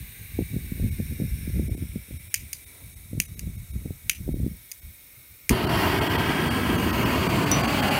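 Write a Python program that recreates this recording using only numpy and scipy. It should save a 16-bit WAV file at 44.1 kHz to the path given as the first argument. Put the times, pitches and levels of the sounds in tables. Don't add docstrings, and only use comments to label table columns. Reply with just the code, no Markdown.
import sys
import numpy as np
from scipy import signal
from scipy.fft import rfft, irfft, next_fast_len
from scipy.io import wavfile
from scipy.ndimage import uniform_filter1d

SR = 44100
rng = np.random.default_rng(int(sys.argv[2]) if len(sys.argv) > 2 else 0)


def magnitude_from_level(level_db):
    exponent = np.asarray(level_db, float) / 20
    return 10 ** exponent


def wav_out(sig):
    wavfile.write(sys.argv[1], SR, np.round(np.clip(np.atleast_2d(sig).T, -1, 1) * 32767).astype(np.int16))


N = 352743
T = np.arange(N) / SR
LIT_S = 5.497
HISS_TOP_HZ = 15780


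def unit(x):
    return x / np.sqrt(np.mean(x ** 2))


def curve(table, edge):
    s, *columns = np.transpose(table)
    return [np.interp(T, s, c, left=edge[0], right=edge[1]) for c in columns]


def walk(rate):
    k = int(SR / rate)
    steps = np.repeat(rng.standard_normal(N // k + 1), k)
    return 0.77 * uniform_filter1d(uniform_filter1d(steps, k), k)[:N]


def resonate(x, hz, width):
    return signal.lfilter(*signal.iirpeak(min(hz, .45 * SR), hz / max(width, 5), fs=SR), x)


def band_pass(x, low_hz, high_hz, order):
    return signal.sosfilt(signal.butter(order, [low_hz, high_hz], "band", fs=SR, output="sos"), x)


def low_pass(x, hz, order):
    return signal.sosfilt(signal.butter(order, hz, fs=SR, output="sos"), x)


def bands(points, modes, mode_db, per_octave):
    size = next_fast_len(N)
    f = np.arange(size // 2 + 1) * SR / size + 1
    hz, db = np.transpose(points)
    smooth = np.interp(np.log(f), np.log(hz), db)
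    lift = 0
    for centre, width, d in modes:
        height = magnitude_from_level(d - np.interp(np.log(centre), np.log(hz), db)).clip(.3, 3)
        lift = lift + magnitude_from_level(mode_db) ** 2 * height / (1 + (2 * (f - centre) / width) ** 2)
    spectrum = rfft(rng.standard_normal(size)) * magnitude_from_level(smooth) * np.sqrt(1 + lift) * (f < HISS_TOP_HZ)
    for centre in 30 * 2 ** np.arange(0, 9.6, 1 / per_octave):
        distance = np.clip(np.log2(f / centre) * per_octave, -1, 1)
        yield centre, irfft(spectrum * np.cos(np.pi / 2 * distance) ** 2, size)[:N]


def add_swing(out, s, db, hz, cycles, sign):
    turns = np.arange(-1.5 * cycles, 4 * cycles, hz / SR)
    bell = np.exp(-(turns / cycles) ** 2 * np.where(turns < 0, 2.2, .7))
    wave = np.cos(2 * np.pi * 1.93 * (1 - np.exp(-turns / 2.034)))
    at = int((s + turns[0] / hz) * SR)
    out[at:at + len(turns)] += sign * magnitude_from_level(db) * bell * wave


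# f/Hz, level/dB per Hz
FLAME_SPECTRUM = [(15, -50), (25, -22), (70, 1.5), (261, 2), (380, -1.5), (526, -12.5), (652, -8),
                  (854, -11.5), (1720, -13.5), (3200, -15), (3500, -22), (4800, -24.5), (5050, -30),
                  (15700, -30)]
# f/Hz, width/Hz, level/dB
CUP_MODES = [(770, 420, -10.5), (1075, 93, 5.5), (2817, 46, -10.5), (3160, 13, -15.5), (4550, 580, -24),
             (5330, 28, -21), (6370, 25, -20.5), (7600, 44, -29), (8740, 280, -24.5), (12100, 390, -21),
             (14500, 400, -24)]
# t/s, level/dB
BURNING = [
    (5.5, -3.5),
    (5.62, -3),
    (5.7, -0.5),
    (5.82, 4),
    (5.95, .5),
    (6.7, -1.5),
    (7.05, 1),
    (7.6, 1.5),
    (8, 2),
]
# level/dB, slope/dB per dB of burning
FLAME_LAYERS = [
    (-24.5, 0.07),
    (-27.5, 0.78),
    (-42.5, 0.4),
    (-40.5, 0.96),
]
# t/s, level/dB, f/Hz, sign
WHUMP_SWINGS = [
    (5.5035, -14, 170, 1),
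    (5.5098, -11, 300, 1),
    (5.5115, -7, 240, -1),
    (5.518, -9, 130, 1),
    (5.527, -13, 60, -1),
]


def flame():
    parts, flap, lick = [0, 0, 0, 0], walk(25), walk(250)
    for hz, band in bands(FLAME_SPECTRUM, CUP_MODES, 0.78, 4):
        k = int(hz > 520) + int(hz > 3350) + int(hz > 5000)
        shared_db = (0.94, 0.73, 0.43, 0.27)[k] * flap + (1.2, 1.0, .8, 0.49)[k] * lick
        own_db = 1.2 * walk(14) + 3.55 * walk(2.207)
        parts[k] += band * magnitude_from_level(shared_db + own_db)
    burning_db, = curve(BURNING, (None, None))
    out = sum(magnitude_from_level(db + slope * burning_db) * unit(p) for (db, slope), p in zip(FLAME_LAYERS, parts))
    flash = np.exp(-np.abs(T - LIT_S) / 0.0063)
    out = out + magnitude_from_level(FLAME_LAYERS[3][0] + 14) * flash * unit(parts[3])
    out = out * np.clip((T - LIT_S) / .006, 0, 1)
    for s, db, hz, sign in WHUMP_SWINGS:
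        add_swing(out, s, db, hz, .33, sign)
    return out


# f/Hz, level/dB per Hz
JET_SPECTRUM = [(150, -41), (250, -7), (870, -16), (2300, -11.5), (3140, -13.5), (3730, -4.5),
                (4830, -12.5), (5550, -9), (6960, -12), (9180, -4), (10500, -7), (14200, -2), (15700, -4)]
# f/Hz, width/Hz, level/dB
TUBE_MODES = [(2235, 280, 25), (3786, 110, -20), (5480, 51, -9.5), (6500, 73, -10.5), (7800, 150, -12.5),
              (9160, 230, -3), (11150, 120, -7), (12400, 130, 0), (13600, 380, -8), (14700, 200, -4)]
# t/s, level/dB
GAS_FLOW = [
    (0, 1),
    (1, 1.5),
    (1.56, 2),
    (1.74, -0.5),
    (2.3, -.5),
    (2.75, -1.5),
    (3.06, -4),
    (3.4, -2.5),
    (4.3, -3),
    (5.49, -3.5),
]
# level/dB, slope/dB per dB of flow
GAS_LAYERS = [
    (-65, 0.3),
    (-54.5, 1.74),
    (-57.5, 0.95),
    (-52.5, 0.85),
    (-51.5, 0.8),
]
# t/s, half length/s, level/dB above the open air
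GRASS_RUSTLE = (2.78, .1, 6.2)


def gas():
    parts = [0, 0, 0, 0, 0]
    for hz, band in bands(JET_SPECTRUM, TUBE_MODES, 8.5, 4):
        k = int(hz > 1400) + int(hz > 3000) + int(hz > 7500) + int(hz > 11000)
        parts[k] += band * magnitude_from_level(0.72 * walk(9) + 2.6 * walk(1.226))
    s, half_s, rustle_db = GRASS_RUSTLE
    parts[0] = unit(parts[0]) * magnitude_from_level(rustle_db * np.exp(-((T - s) / half_s) ** 2))
    flow_db, = curve(GAS_FLOW, (None, -40))
    out = sum(magnitude_from_level(db + slope * flow_db) * unit(p) for (db, slope), p in zip(GAS_LAYERS, parts))
    return out * (T < LIT_S)


# t/s, extra delay/ms, strength/0-1
GROUND_PATH = [
    (0, 2.4, .2),
    (1.2, 2.9, .2),
    (5.4, 3.27, .3),
    (5.9, 3.2, .2),
    (6.06, 3.14, .45),
    (6.6, 3.07, .45),
    (7.3, 3.2, .18),
    (7.7, 3.45, .15),
    (8, 3.55, .27),
]


def ground(x):
    delay_ms, strength = curve(GROUND_PATH, (None, None))
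    dull = signal.sosfiltfilt(signal.butter(2, [700, 5500], "band", fs=SR, output="sos"), x)
    return x + strength * np.interp(T - delay_ms / 1000, T, dull)


# t/s, peak level/dB, body above spring/dB, ground echo level/dB, ground echo delay/ms
SNAP_EVENTS = [
    (2.342, -2, 8.5, -11, 4),
    (2.5306, -13, 4, -9, 3.8),
    (3.2009, -1.5, 10.5, -14, 3.5),
    (3.3931, -19.5, 5.5, -10, 3.5),
    (4.096, -3.5, 13, -8, 2.8),
    (4.7155, -19.5, 2, -1, 4.1),
    (5.4933, -3, 13, -13, 3.8),
]
# f/Hz, width/Hz, level/dB
IGNITER_MODES = [(2460, 1250, -2), (3750, 820, -8.5), (4800, 1170, 4), (6080, 200, 0.5), (6620, 1050, 8),
                 (9530, 1800, 5.5), (12260, 1900, 4.5), (14150, 1800, 1), (14800, 1000, -8)]


def igniter():
    t = T[:int(.12 * SR)]
    out = np.zeros(N + len(t))
    for s, db, body_db, ground_echo_db, ground_echo_ms in SNAP_EVENTS:
        blow = 0.5 * np.exp(-t / 0.00028) + np.exp(-t / 0.0016)
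        blow = blow + magnitude_from_level(ground_echo_db) * np.exp(-((t - ground_echo_ms / 1000) / .0008) ** 2)
        echo = magnitude_from_level(-25) * np.exp(-((t - .017) / 0.0085) ** 2)
        echo = echo + magnitude_from_level(-32) * np.exp(-((t - .036) / 0.0042) ** 2)
        echo = echo + magnitude_from_level(-37.0) * (t > .051) * np.exp(-((t - .051) / 0.027) ** 2)
        echo = echo + magnitude_from_level(-22) * np.exp(-t / 0.0047) + magnitude_from_level(-31) * np.exp(-t / 0.041)
        noise = rng.standard_normal(len(t))
        noise[0] = 3.84
        top_cut = signal.ellip(8, .5, 60, HISS_TOP_HZ, fs=SR, output="sos")
        noise = noise * blow + signal.sosfilt(top_cut, noise * echo)
        snap = 0
        for hz, width, mode_db in IGNITER_MODES:
            ring = resonate(resonate(noise, hz, 0.9 * width), hz, 0.9 * width)
            part_db = body_db if hz < 3500 else 0 if hz < 8000 else 2.5
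            snap = snap + magnitude_from_level(mode_db + part_db) * unit(ring)
        snap = band_pass(snap, 1650, 16300, 4)
        at = int(s * SR)
        out[at:at + len(t)] += magnitude_from_level(db - 1.5) * snap / np.abs(snap).max()
    return out[:N]


# f/Hz, level/dB, time to fall 60 dB/s
BRASS_MODES = [(3688, -14, 0.2), (5912, 2, 0.17), (10720, -14, 0.1), (11750, -19, 0.08)]
# t/s, peak level/dB
BRASS_KNOCK = [
    (7.5152, -17),
]


def fitting():
    (s, db), = BRASS_KNOCK
    t = np.clip(T - s, 0, None)
    ring = 0
    for hz, mode_db, t60 in BRASS_MODES:
        ring = ring + magnitude_from_level(mode_db) * np.sin(2 * np.pi * hz * t) * np.exp(-np.log(1000) * t / t60)
    crack = resonate(rng.standard_normal(N), 9800, 7000) * np.exp(-t / 0.0015) * (t > 0)
    return magnitude_from_level(db) * (magnitude_from_level(-1.5) * ring + magnitude_from_level(4) * crack)


# t/s, level/dB, f/Hz, half length/s
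FAINT_TONE = (7.054, -43, 5230, .009)


def thin_tone():
    s, db, hz, half_s = FAINT_TONE
    return magnitude_from_level(db) * np.exp(-((T - s) / half_s) ** 2) * np.sin(2 * np.pi * hz * T)


# start t/s, hold/s, buffet level/dB
WIND_GUSTS = [(0, 0.012, -32.5), (0.086, 0.037, -45), (.2, 0.017, -38.5), (0.372, 0.043, -29),
              (0.513, 0.34, -31.5), (0.832, 0.035, -26), (0.905, 0.27, -30), (1.22, 0.28, -31.5),
              (1.559, 0.071, -22), (1.67, 0.17, -30), (1.896, 0.058, -34.5), (2.11, 0.068, -38.5),
              (2.215, 0.037, -45), (2.415, 0.013, -38), (2.547, 0.19, -53), (2.822, 0.15, -42.5),
              (3.057, .06, -42), (3.16, 0.022, -32.5), (3.316, 0.11, -35), (3.426, 0.072, -30),
              (3.56, 0.042, -40), (3.775, 0.12, -33), (4.055, 0.035, -36.5), (4.214, 0.09, -30),
              (4.324, 0.12, -29.5), (4.513, 0.03, -35), (4.846, 0.018, -43.5), (5.085, 0.043, -53),
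              (5.424, 0.075, -53)]


def gusts():
    rise_db_s, fall_db_s, calm_db = 264, 175, -58.5
    level = np.full(N, calm_db)
    for s, hold, db in WIND_GUSTS:
        rise = rise_db_s * np.clip(s - T, 0, None)
        fall = fall_db_s * np.clip(T - s - hold, 0, None)
        level = np.maximum(level, db - rise - fall)
    return level


# t/s, peak level/dB, f/Hz
STRONG_EDDIES = [(0.39, -12, 340), (0.423, -25, 246), (0.542, -21, 210), (0.566, -18.5, 215),
                 (0.722, -23, 188), (0.799, -22, 238), (0.844, -17, 224), (1.002, -15, 200),
                 (1.124, -25, 240), (1.201, -22.5, 303), (1.221, -16, 232), (1.238, -19.5, 205),
                 (1.479, -23.5, 240), (1.567, -21, 197), (1.597, -18, 303), (1.697, -21, 257),
                 (1.751, -23, 316), (1.824, -24.5, 257), (1.96, -20.5, 240), (2.11, -30, 282),
                 (3.132, -21.5, 215), (3.18, -22, 185), (3.76, -23.5, 186), (3.858, -22.5, 272),
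                 (3.907, -26, 224), (4.291, -17.5, 310), (4.343, -21, 268), (4.402, -19.5, 206),
                 (4.465, -17, 264), (4.517, -32, 196)]


def wind():
    buffet_db = gusts()
    low = resonate(resonate(rng.standard_normal(N), 62, 64), 64, 87) * magnitude_from_level(6.7 * walk(27.884))
    low = unit(low_pass(low, 210, 4))
    flutter = resonate(rng.standard_normal(N), 165, 170) * magnitude_from_level(3.7 * walk(55))
    flutter = unit(low_pass(flutter, 300, 3))
    out = magnitude_from_level(buffet_db + 0.5) * low + magnitude_from_level(-44.5 + 1.43 * (buffet_db + 28.5)) * flutter
    when, size, pitch = rng.random((220, 3)).T
    when = .05 + (LIT_S - .1) * when
    small_db = -33.5 + 1.36 * (np.interp(when, T, buffet_db) + 29)
    small_db = small_db - 3.5 * np.log(1 - size).clip(-2, 0)
    puffs = list(STRONG_EDDIES)
    for s, db, hz in STRONG_EDDIES:
        for a, b, c in rng.random((3, 3)):
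            puffs.append((s + .055 * (a - .45), db - 5 - 8 * b, hz * (0.65 + 0.42 * c)))
    puffs += list(zip(when, small_db, 182 * (0.81 + .35 * pitch)))
    for s, db, hz in puffs:
        side, length, lead = rng.random(3)
        add_swing(out, s, db + 1.0, 0.9 * hz, 0.35 + .5 * length, np.sign(side - .5))
        beside_s = s + 0.00838 * (lead - .5)
        add_swing(out, beside_s, db - 13.5, (1.254 + 0.84 * side) * hz, 1.7, np.sign(lead - .5))
    return low_pass(out, 720, 3)


def scene():
    return (wind() + ground(gas() + flame()) + igniter() + fitting() + thin_tone())[None]


# centre t/s, share of weak lines lost/0-1
THIN_MOMENTS = [(.905, .8), (1.694, .9), (1.762, .9), (2.185, .8), (2.293, .85), (2.654, .9), (2.953, .85),
                (3.272, .85), (3.358, .85), (3.572, .8), (3.725, .95), (4.34, .9), (4.81, .85), (5.663, .9),
                (5.684, .7), (6.004, .8), (6.09, .75), (6.174, .8), (6.497, .85), (6.773, .75), (6.92, .8),
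                (7.048, .75), (7.285, .85), (7.454, .8), (7.626, .75), (7.669, .8), (7.817, .8),
                (7.901, .75)]


def thin_out(x):
    out, size = x.copy(), 1300
    window = np.sin(np.pi * (np.arange(size) + .5) / size)
    hz = np.arange(size // 2 + 1) * SR / size
    for s, share in THIN_MOMENTS:
        at = int(s * SR) - size // 2
        lines = rfft(out[at:at + size] * window)
        power = np.abs(lines) ** 2
        kept = power > 4.6 * uniform_filter1d(power, size=41)
        poor = np.clip(hz / (1500 if s > LIT_S else 700) - 1, 0, .4) / .4
        loss = np.where(kept, -.6, min(share + 0.058, 1))
        out[at:at + size] -= window * irfft(lines * poor * loss, size)
    return out


def band_limit(x):
    return signal.sosfilt(signal.butter(12, 17020, fs=SR, output="sos"), x)


def record(dry):
    flat = signal.sosfilt(signal.butter(2, 41, "high", fs=SR, output="sos"), dry[0])
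    mix = thin_out(flat)[None]
    return band_limit(mix)


dry = scene()
out = record(dry)
wav_out(out)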